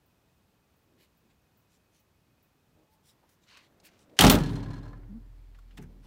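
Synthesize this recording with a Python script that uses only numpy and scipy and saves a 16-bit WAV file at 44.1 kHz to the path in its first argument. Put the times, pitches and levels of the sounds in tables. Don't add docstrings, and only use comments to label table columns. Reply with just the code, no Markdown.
import sys
import numpy as np
from scipy import signal
from scipy.fft import rfft, irfft, next_fast_len
from scipy.io import wavfile
from scipy.ndimage import uniform_filter1d

SR = 44100
rng = np.random.default_rng(int(sys.argv[2]) if len(sys.argv) > 2 else 0)


def amplitude_ratio(level_db):
    exponent = np.asarray(level_db, float) / 20
    return 10 ** exponent


def unload_audio(sound):
    columns = np.transpose(np.atleast_2d(sound))
    steps = np.round(np.clip(columns, -1, 1) * 32767)
    wavfile.write(sys.argv[1], SR, steps.astype(np.int16))


N = 267585
T = np.arange(N) / SR


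def evened(x):
    return x / np.sqrt(np.mean(x ** 2) + 1e-20)


def coloured(n, gain):
    size = next_fast_len(n)
    spectrum = rfft(rng.standard_normal(size)) * gain(np.fft.rfftfreq(size, 1 / SR) + 1)
    return evened(irfft(spectrum, size)[:n])


def door_noise(gain):
    start = 4 * SR
    return np.r_[np.zeros(start), coloured(N - start, gain)]


def uneven(n, size):
    return evened(uniform_filter1d(rng.standard_normal(n), size=size))


def bell(hz, octaves):
    return lambda f: np.exp(-.5 * (np.log2(f / hz) / octaves) ** 2)


def drawn(points):
    f, db = np.transpose(points)
    return lambda hz: amplitude_ratio(np.interp(np.log(hz), np.log(f + 1), db))


def peaked(peaks):
    return lambda f: np.sqrt(sum(amplitude_ratio(2 * db) / (1 + (2 * (f - hz) / w) ** 2) ** 2 for hz, w, db in peaks))


def add(mix, s, sound):
    part = mix[round(s * SR):][:len(sound)]
    part += sound[:len(part)]


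def held(start, end, db, rise_db_per_s, fall_db_per_s):
    return amplitude_ratio(db - rise_db_per_s * np.maximum(start - T, 0) - fall_db_per_s * np.maximum(T - end, 0))


def ring(modes, seconds, rise=0.0013, spread=.0, scatter=1):
    t, out = T[:round(seconds * SR)], 0
    for hz, db, t60 in modes:
        phase, detune = rng.random(2)
        cycles = hz * (1 + spread * (detune - .5)) * t + scatter * phase
        out = out + amplitude_ratio(db - 60 * t / t60) * np.sin(2 * np.pi * cycles)
    return out * (1 - np.exp(-t / rise))


def tone(hz, octave_db):
    turn = 2 * np.pi * np.cumsum(hz) / SR
    return np.sqrt(2) * (np.sin(turn) + amplitude_ratio(octave_db) * np.sin(2 * turn + 2.2))


def knocks(rows, tail_db=-16, tail_by=3., less_db=-8):
    out = np.zeros(N)
    for s, db, hz, octaves, t60 in rows:
        t = T[:round(min(tail_by * t60, 1 / 3) * SR)]
        fall = amplitude_ratio(-60 * t / t60) + amplitude_ratio(tail_db - 60 * t / (tail_by * t60))
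        crack = coloured(len(t), bell(hz, octaves)) * (1 - np.exp(-t / 0.00037))
        add(out, s, amplitude_ratio(db + less_db) * crack * fall)
    return out


# (time [s], peak level [dB], centre [Hz], width [octaves])
LATCH_BLOWS = [(4.1894, -4.5, 3000, 1), (4.208, -3.5, 3290, 1.8), (4.2214, -15.5, 2492, 1.4),
               (4.237, -14, 2508, 1.4), (4.246, -12.5, 2506, 1.3), (4.266, -12, 3986, .85),
               (4.2764, -14, 2491, 0.84), (4.2976, -5, 3500, 2), (4.3114, -21.5, 2498, 1.1),
               (4.3348, -21.5, 2790, .9), (4.351, -24, 3500, 0.96), (4.3864, -30.5, 3000, 1),
               (4.4014, -39, 3000, 1.2)]


def latch_blows():
    return knocks([(*row, 0.022) for row in LATCH_BLOWS], tail_db=-14, tail_by=7.5, less_db=-7)


# (time [s], strength [dB], extra boom [dB], extra sizzle [dB])
PANEL_JOLTS = [
    (4.191, -2, -4, -2.5),
    (4.218, -1, -1, 0),
    (4.238, 2, 0.5, 1),
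    (4.266, -4.5, 3.5, 1),
    (4.299, -2, -5, 0.5),
    (4.322, -6.5, 2.5, 1.5),
    (4.342, -9.5, 1, 0),
    (4.405, -21, 15, -4),
]


def shaking(layer, db, rise, t60, tail_db, tail_t60):
    energy, t = np.zeros(N), T[:2 * SR]
    drain = amplitude_ratio(-120 * t / t60) + amplitude_ratio(2 * tail_db - 120 * t / tail_t60)
    answer = (1 - np.exp(-t / abs(rise))) * drain
    for s, strength_db, boom_db, sizzle_db in PANEL_JOLTS:
        extra_db = (boom_db, 0, sizzle_db)[layer]
        add(energy, s, amplitude_ratio(2 * (db + strength_db + extra_db)) * answer)
    return np.sqrt(energy)


# (centre [Hz], width [Hz], level [dB])
PANEL_BOOM = [
    [(62, 21, -10), (87, 24, -6), (131, 33, -8.5), (175, 21, -2), (213, 17, -3), (240, 14, -6), (265, 30, -4), (298.2, 8.8, -2.5)],
    [(62, 15, -9.5), (86, 13, -8.5), (111.9, 20, -4), (145, 14, 0), (177.5, 20, -4.5), (210, 31, -7.5), (250, 25, -8), (282.7, 68, -9)],
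]
# (frequency [Hz], level [dB per Hz])
PANEL_CLANG = [
    [(190, -39.5), (320, -8.5), (413, -0.5), (472, -10.5), (504, -7.5), (755, -9), (820, -5), (928, -10.5), (1300, -9.5), (1560, -16), (2300, -20), (2990, -46), (5060, -120)],
    [(190, -31), (320, -3), (387, -2), (420, -3), (624, -12), (840, -12), (913, -10.5), (1270, -20), (1470, -17.5), (1900, -20), (2300, -30), (2990, -48.5), (5060, -120)],
]
# (frequency [Hz], level [dB per Hz])
PANEL_SIZZLE = [
    [(1240, -31.5), (2100, -4), (3100, 1), (4260, -1.5), (4600, -8), (13200, -15.5), (15100, -12), (16100, -17), (16500, -44)],
    [(1240, -30.5), (2100, 0), (3620, 0), (4260, -4.5), (4770, -6), (12100, -27.5), (15000, -25.5), (16100, -30), (16500, -53.5)],
]
# (level [dB], rise [s], t60 [s], tail level [dB], tail t60 [s])
PANEL_ANSWERS = [
    (-20.5, .006, 0.39, -6, 1.4),
    (-18.5, 0.0023, 0.23, -22.5, 1.6),
    (-21, .003, 0.12, -29, 1.15),
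]
# (from [s], to [s])
COLOUR_TURNS = (4.31, 4.45)


def shaken_panels():
    out, late = np.zeros(N), np.interp(T, COLOUR_TURNS, (0, 1))
    gains = [[peaked(p) for p in PANEL_BOOM], [drawn(p) for p in PANEL_CLANG], [drawn(p) for p in PANEL_SIZZLE]]
    tails_db, clatters_db = (-6, -1.5, -.4), (0., 1, 2.5)
    for layer, (blow, tail) in enumerate(gains):
        colour = np.sqrt(1 - late) * door_noise(blow)
        colour += np.sqrt(late) * amplitude_ratio(tails_db[layer]) * door_noise(tail)
        clatter = amplitude_ratio(clatters_db[layer] * (uneven(N, 200) - .3))
        out += shaking(layer, *PANEL_ANSWERS[layer]) * clatter * colour
    return out


# (frequency [Hz], level [dB], t60 [s])
SKIN_MODES = [(106.2, -30, 2), (117.6, -32, 2.1), (132, -28, 1.1), (149.5, -27, 1.4), (173, -25, 1.0),
              (214, -31, .6), (235, -35.5, 0.82), (270.7, -27.5, 0.11), (285, -29.5, 1.6),
              (321.5, -34.5, 0.87), (318, -47, 1.6), (409, -34, .9), (366, -40, 1.2), (470, -46, 1.2),
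              (476, -32, 0.52), (549, -33, .5), (603, -31, 0.45), (760, -52, 1.3), (850, -43, .7),
              (950, -50.5, 1.1)]
# (frequency [Hz], level [dB], t60 [s])
CABIN_MODES = [(134, -22, .3), (172, -16.5, 0.45), (210, -16, 0.45), (248, -17, .25), (268, -16, .22),
               (296, -16, .2), (409, -22, 0.25), (506, -27, .3), (603, -24, .2), (829, -22, .1),
               (1310, -23, .08)]


def skin_and_cabin():
    out = np.zeros(N)
    add(out, 4.235, ring(SKIN_MODES, 2.5, rise=.02))
    add(out, 4.236, ring(CABIN_MODES, .5, rise=0.004, scatter=0))
    return out


# (time [s], frequency [Hz], level [dB], t60 [s])
PITCHED_BITS = [(4.19, 2845, -12, .025), (4.19, 1850, -23, .03), (4.192, 760, -18, .04),
                (4.193, 375, -18, .06), (4.217, 810, -19, .05), (4.217, 380, -19, .06),
                (4.298, 2550, -21, .025), (4.33, 600, -24, .08), (4.19, 9000, -17, .03),
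                (4.2085, 3225, -4.5, 0.024), (4.21, 2940, -12.5, 0.037), (4.209, 10700, -14.5, .018),
                (4.266, 5500, -21, 0.045), (4.387, 1705, -46.5, 0.32), (4.435, 1678, -47.5, 0.31),
                (4.299, 8450, -24, 0.036), (4.299, 4300, -16, 0.03), (4.3, 3484, -15.5, .04),
                (3.091, 3820, -61, 0.074), (3.8, 5000, -64, 0.036), (3.8, 6100, -77, 0.036),
                (5.587, 1383, -51, 0.026), (5.588, 1123, -55, .03), (5.775, 1700, -51.5, 0.042),
                (5.776, 2633, -59, 0.046), (5.775, 830, -47, 0.03), (6.05, 850, -58, .04),
                (6.049, 3480, -74.5, 0.096)]


def pitched_bits():
    out = np.zeros(N)
    for s, *mode in PITCHED_BITS:
        add(out, s, ring([mode], .3))
    return out


def pin_squeal():
    squeal = held(4.312, 4.314, db=-22, rise_db_per_s=1200, fall_db_per_s=990)
    after_ring = held(4.335, 4.35, db=-45, rise_db_per_s=900, fall_db_per_s=860)
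    chatter = door_noise(peaked([(0.84, 349, 0)]))
    return (squeal + after_ring) * tone(14630 * np.ones(N), -np.inf) * (.6 + 0.9 * chatter)


# (level [dB], t60 [s])
FLAP_DECAYS = [(-20, .55), (-42.5, 3.5), (-50, 25.)]


def flap():
    rest_hz, stiffen_hz, start_s, rise_s = 41.4, 2.7, 4.222, .02
    t = np.maximum(T - start_s, 0)
    swing = sum(amplitude_ratio(db - 60 * t / t60) for db, t60 in FLAP_DECAYS) * (1 - np.exp(-t / rise_s)) ** 2
    return swing * tone(rest_hz + stiffen_hz * np.sqrt(swing / swing.max()), octave_db=-13)


# (time [s], peak level [dB], dull part
# level [dB])
LOOSE_KNOCKS = [(4.414, -42, -50), (4.436, -32, -47.5), (4.4594, -35.5, -55), (4.467, -42, -55),
                (4.492, -42, -47), (4.5316, -43, -52), (4.5555, -39, -48), (4.562, -41, -52),
                (4.581, -47, -49.5), (4.605, -52, -52), (4.6284, -43, -47), (4.635, -46, -52),
                (4.6597, -52, -48), (4.682, -56, -52), (4.7042, -47, -50), (4.7082, -48, -52),
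                (4.7326, -44, -47), (4.738, -48, -52), (4.7582, -51, -50), (4.767, -53, -55),
                (4.7784, -51, -56), (4.786, -53, -56), (4.8304, -51, -54), (4.8374, -56, -54),
                (4.8543, -55, -52), (4.8613, -58, -52), (4.8793, -52, -56), (4.886, -56, -58),
                (4.906, -61, -57), (4.9302, -60, -48), (4.973, -68, -62)]
# (frequency [Hz], level [dB], t60 [s])
BRIGHT_MODES = [(4000, -4, .035), (4240, 1, 0.06), (5210, -8, 0.033), (6100, -10, 0.023), (3100, -8, 0.03),
                (7140, -14, .02), (9000, -14, 0.019)]
# (frequency [Hz], level [dB], t60 [s])
DULL_MODES = [(1023, 0, 0.11), (1300, -2.5, 0.047), (1660, -2, 0.09), (795, -3, 0.041), (610, -1.5, 0.054),
              (2120, -12, 0.025)]


def rattle():
    out = knocks([(s, db, 3300, .9, .05) for s, db, _ in LOOSE_KNOCKS], less_db=-13)
    out += knocks([(s, dull_db, 1100, .6, .09) for s, _, dull_db in LOOSE_KNOCKS], less_db=-10)
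    for s, db, dull_db in LOOSE_KNOCKS:
        bright = amplitude_ratio(db - 10) * ring(BRIGHT_MODES, .1, rise=.0025, spread=0.04)
        dull = amplitude_ratio(dull_db - 3) * ring(DULL_MODES, .1, rise=0.0022, spread=0.076)
        add(out, s, bright + dull)
    return out


def glug():
    low_hz, top_hz, bend_s, climb_s = 195, 226, 5.135, 0.006
    climb = 1 / (1 + np.exp(-np.clip((T - bend_s) / climb_s, -20, 20)))
    climb += .12 * door_noise(peaked([(1, 40, 0)]))
    wobble = 1 + 0.25 * door_noise(peaked([(1, 62, 0)]))
    level = held(5.105, 5.172, db=-44, rise_db_per_s=770, fall_db_per_s=610)
    return level * wobble * tone(low_hz + (top_hz - low_hz) * climb, octave_db=-27.0)


# (time [s], level [dB])
HAND_PATS = [
    (5.786, -45),
    (5.793, -48),
    (5.826, -58),
    (5.838, -53),
    (5.89, -58),
    (6.045, -58),
]
# (frequency [Hz], level [dB], t60 [s])
PATTED_MODES = [(75.8, 3, 0.183), (140, -4, 0.5), (172, 1, 0.18), (206.4, -5.5, 0.25), (245, -10, 0.4),
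                (284, -24, 0.84), (371, -5, .25), (430, -1, 0.08), (523, -12, 0.055), (740, -10, 0.06),
                (800, -9, 0.05), (856, -10, 0.09), (915, -15, .12)]


def pats():
    out = np.zeros(N)
    for s, db in HAND_PATS:
        add(out, s, amplitude_ratio(db) * ring(PATTED_MODES, .3, rise=0.0024, spread=0.018, scatter=.25))
    return out


def hinge():
    drone = held(2.88, 3.1, db=-86, rise_db_per_s=70, fall_db_per_s=150)
    catch = held(2.936, 2.942, db=-75.5, rise_db_per_s=500, fall_db_per_s=500)
    return (drone + catch) * coloured(N, peaked([(863, 60, 0)]))


# (time [s], peak level [dB], centre [Hz], width [octaves], t60 [s])
SMALL_TICKS = [(3.291, -58.5, 6000, 2.3, 0.048), (3.571, -44, 1780, 1.38, 0.039),
               (3.8, -53.5, 4370, 0.64, 0.028), (3.991, -55, 3980, 0.95, 0.024),
               (4.095, -58, 2520, 0.73, 0.033), (4.167, -49, 2500, 1.1, 0.2),
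               (4.184, -42, 2000, 1.3, 0.035), (5.032, -55.5, 1200, 0.59, 0.056),
               (5.547, -55.5, 1091, 1.37, 0.066), (5.588, -56, 1300, 2, 0.032),
               (5.708, -56.5, 2043, 0.82, 0.085), (5.774, -43.5, 1480, 1.1, 0.08)]


def ticks():
    return knocks(SMALL_TICKS)


# (middle time [s], length [s], level [dB], centre [Hz], width [octaves])
CLOTH_BRUSHES = [(.35, .1, -86, 9000, 1.2), (1.024, .061, -70.5, 4000, 3.1),
                 (1.022, 0.084, -72, 3000, 0.58), (1.311, 0.033, -74.5, 2500, .95),
                 (1.738, 0.074, -73.5, 4940, 0.95), (1.966, .084, -73.5, 4430, 1.05),
                 (2.937, 0.049, -75.5, 6000, 2.6), (3.086, 0.076, -66.5, 5160, 1.16),
                 (3.32, .071, -72, 9000, 3.4), (3.861, 0.038, -60, 14000, 0.92),
                 (4.52, 0.13, -68.5, 9000, .88), (5.78, 0.016, -56.5, 2500, 1.9),
                 (5.829, .027, -67, 6000, 1.3), (5.832, .035, -63, 1500, .5),
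                 (6.053, 0.046, -67.5, 895, 1.9)]
# (middle time [s], length [s], level [dB], centre [Hz])
HAND_SLIDES = [(3.441, 0.043, -74, 3770), (3.508, .066, -61.5, 2400), (3.565, 0.13, -61, 1930),
               (3.64, 0.07, -69, 2600), (3.866, 0.053, -61, 2630), (3.939, 0.089, -72, 2530),
               (4.012, 0.061, -70.5, 3770)]
# (middle
# time [s], length [s], level [dB], centre [Hz])
DULL_STROKES = [(.96, 0.16, -69, 240), (1.276, 0.12, -74, 195), (2.758, 0.17, -73, 95),
                (2.804, 0.12, -70, 400), (3.239, .021, -70, 700), (4.136, 0.13, -61.5, 400),
                (4.235, .05, -29.5, 75), (5.797, 0.036, -52, 170), (5.921, 0.43, -61.5, 160),
                (5.9, .25, -70, 380)]
# (middle time [s], length [s], level [dB], centre [Hz])
AIR_STIRS = [
    (3.3, 0.72, -79, 350),
    (3.951, 0.72, -68, 194),
    (5.604, 0.98, -78, 880),
]


def rustle():
    out = np.zeros(N)
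    strokes = list(CLOTH_BRUSHES)
    for rows, octaves in ((HAND_SLIDES, 0.94), (DULL_STROKES, .7), (AIR_STIRS, 1.7)):
        strokes += [(*row, octaves) for row in rows]
    for s, seconds, db, hz, octaves in strokes:
        half = seconds + .05
        t = T[:round(2 * half * SR)] - half
        grain = amplitude_ratio(2.4 * uneven(len(t), 50))
        lumps = drawn(np.c_[np.geomspace(100, 16000, num=40), 2.6 * rng.standard_normal(40)])
        fibres = coloured(len(t), lambda f: bell(hz, octaves)(f) * lumps(f))
        stroke = np.cos(np.pi * np.clip(t / (1.74 * seconds), -.5, .5)) ** 2
        add(out, s - half, amplitude_ratio(db) * fibres * grain * stroke)
    return out


# (time [s], peak level [dB])
INSECT_TICKS = [(0.0593, -58), (0.7644, -60), (0.8294, -64), (1.1722, -59), (1.5713, -54), (1.9959, -57),
                (2.4264, -54), (2.9094, -72)]
# (frequency [Hz], level [dB per Hz])
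AIR_COLOUR = [(12, -49.5), (20, -25.5), (35, -7.5), (75, 0), (178, -2), (235, -5.5), (683, -13),
              (1100, -15.5), (2090, -21), (2850, -22), (5000, -25.5), (10100, -31), (14900, -27.5),
              (16200, -37)]


def air():
    swell = uneven(N, 6000)
    hiss = amplitude_ratio(-70.5 + 0.26 * swell) * coloured(N, drawn(AIR_COLOUR))
    cricket_hz, cricket_db, chirps_per_s = 2525, -82.5, 14.
    chirps = np.cumsum(chirps_per_s * (1 + .08 * swell)) / SR
    wing = np.sin(np.pi * chirps)
    cricket_db = cricket_db + np.interp(T, (2.85, 3.1), (0, -14))
    rasp = amplitude_ratio(cricket_db - 11.5) * wing ** 2 * coloured(N, peaked([(cricket_hz, 120, 0)]))
    whistle = amplitude_ratio(cricket_db - 1.5) * abs(wing) * np.sin(2 * np.pi * cricket_hz * T)
    insects = knocks([(s, db, 15000, .17, .12) for s, db in INSECT_TICKS], tail_db=-10, tail_by=2.4, less_db=-17)
    return hiss + rasp + whistle + insects


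def scene():
    panels = shaken_panels() + skin_and_cabin() + pitched_bits() + pin_squeal()
    door = latch_blows() + panels + flap() + rattle() + glug() + pats() + hinge()
    return (door + ticks() + rustle() + air())[None]


def top_cut(x):
    return signal.sosfilt(signal.butter(12, 16950, fs=SR, output="sos"), x)


# (from [s], to [s])
HIGH_TREBLE_SPANS = [
    (4.189, 4.194),
    (4.297, 4.318),
]


def record(dry):
    limited = 0.81 * np.tanh(dry / 0.72)
    edge_hz, wide_hz = 15850, 16850
    cut, wide = (signal.oaconvolve(limited, signal.firwin(511, hz, window=("kaiser", 9), fs=SR)[None], "same")
                 for hz in (edge_hz, wide_hz))
    cut += (wide - cut) * sum(held(*span, -3, 3000, 3000) for span in HIGH_TREBLE_SPANS)
    return top_cut(cut)


dry = scene()
out = record(dry)
unload_audio(out)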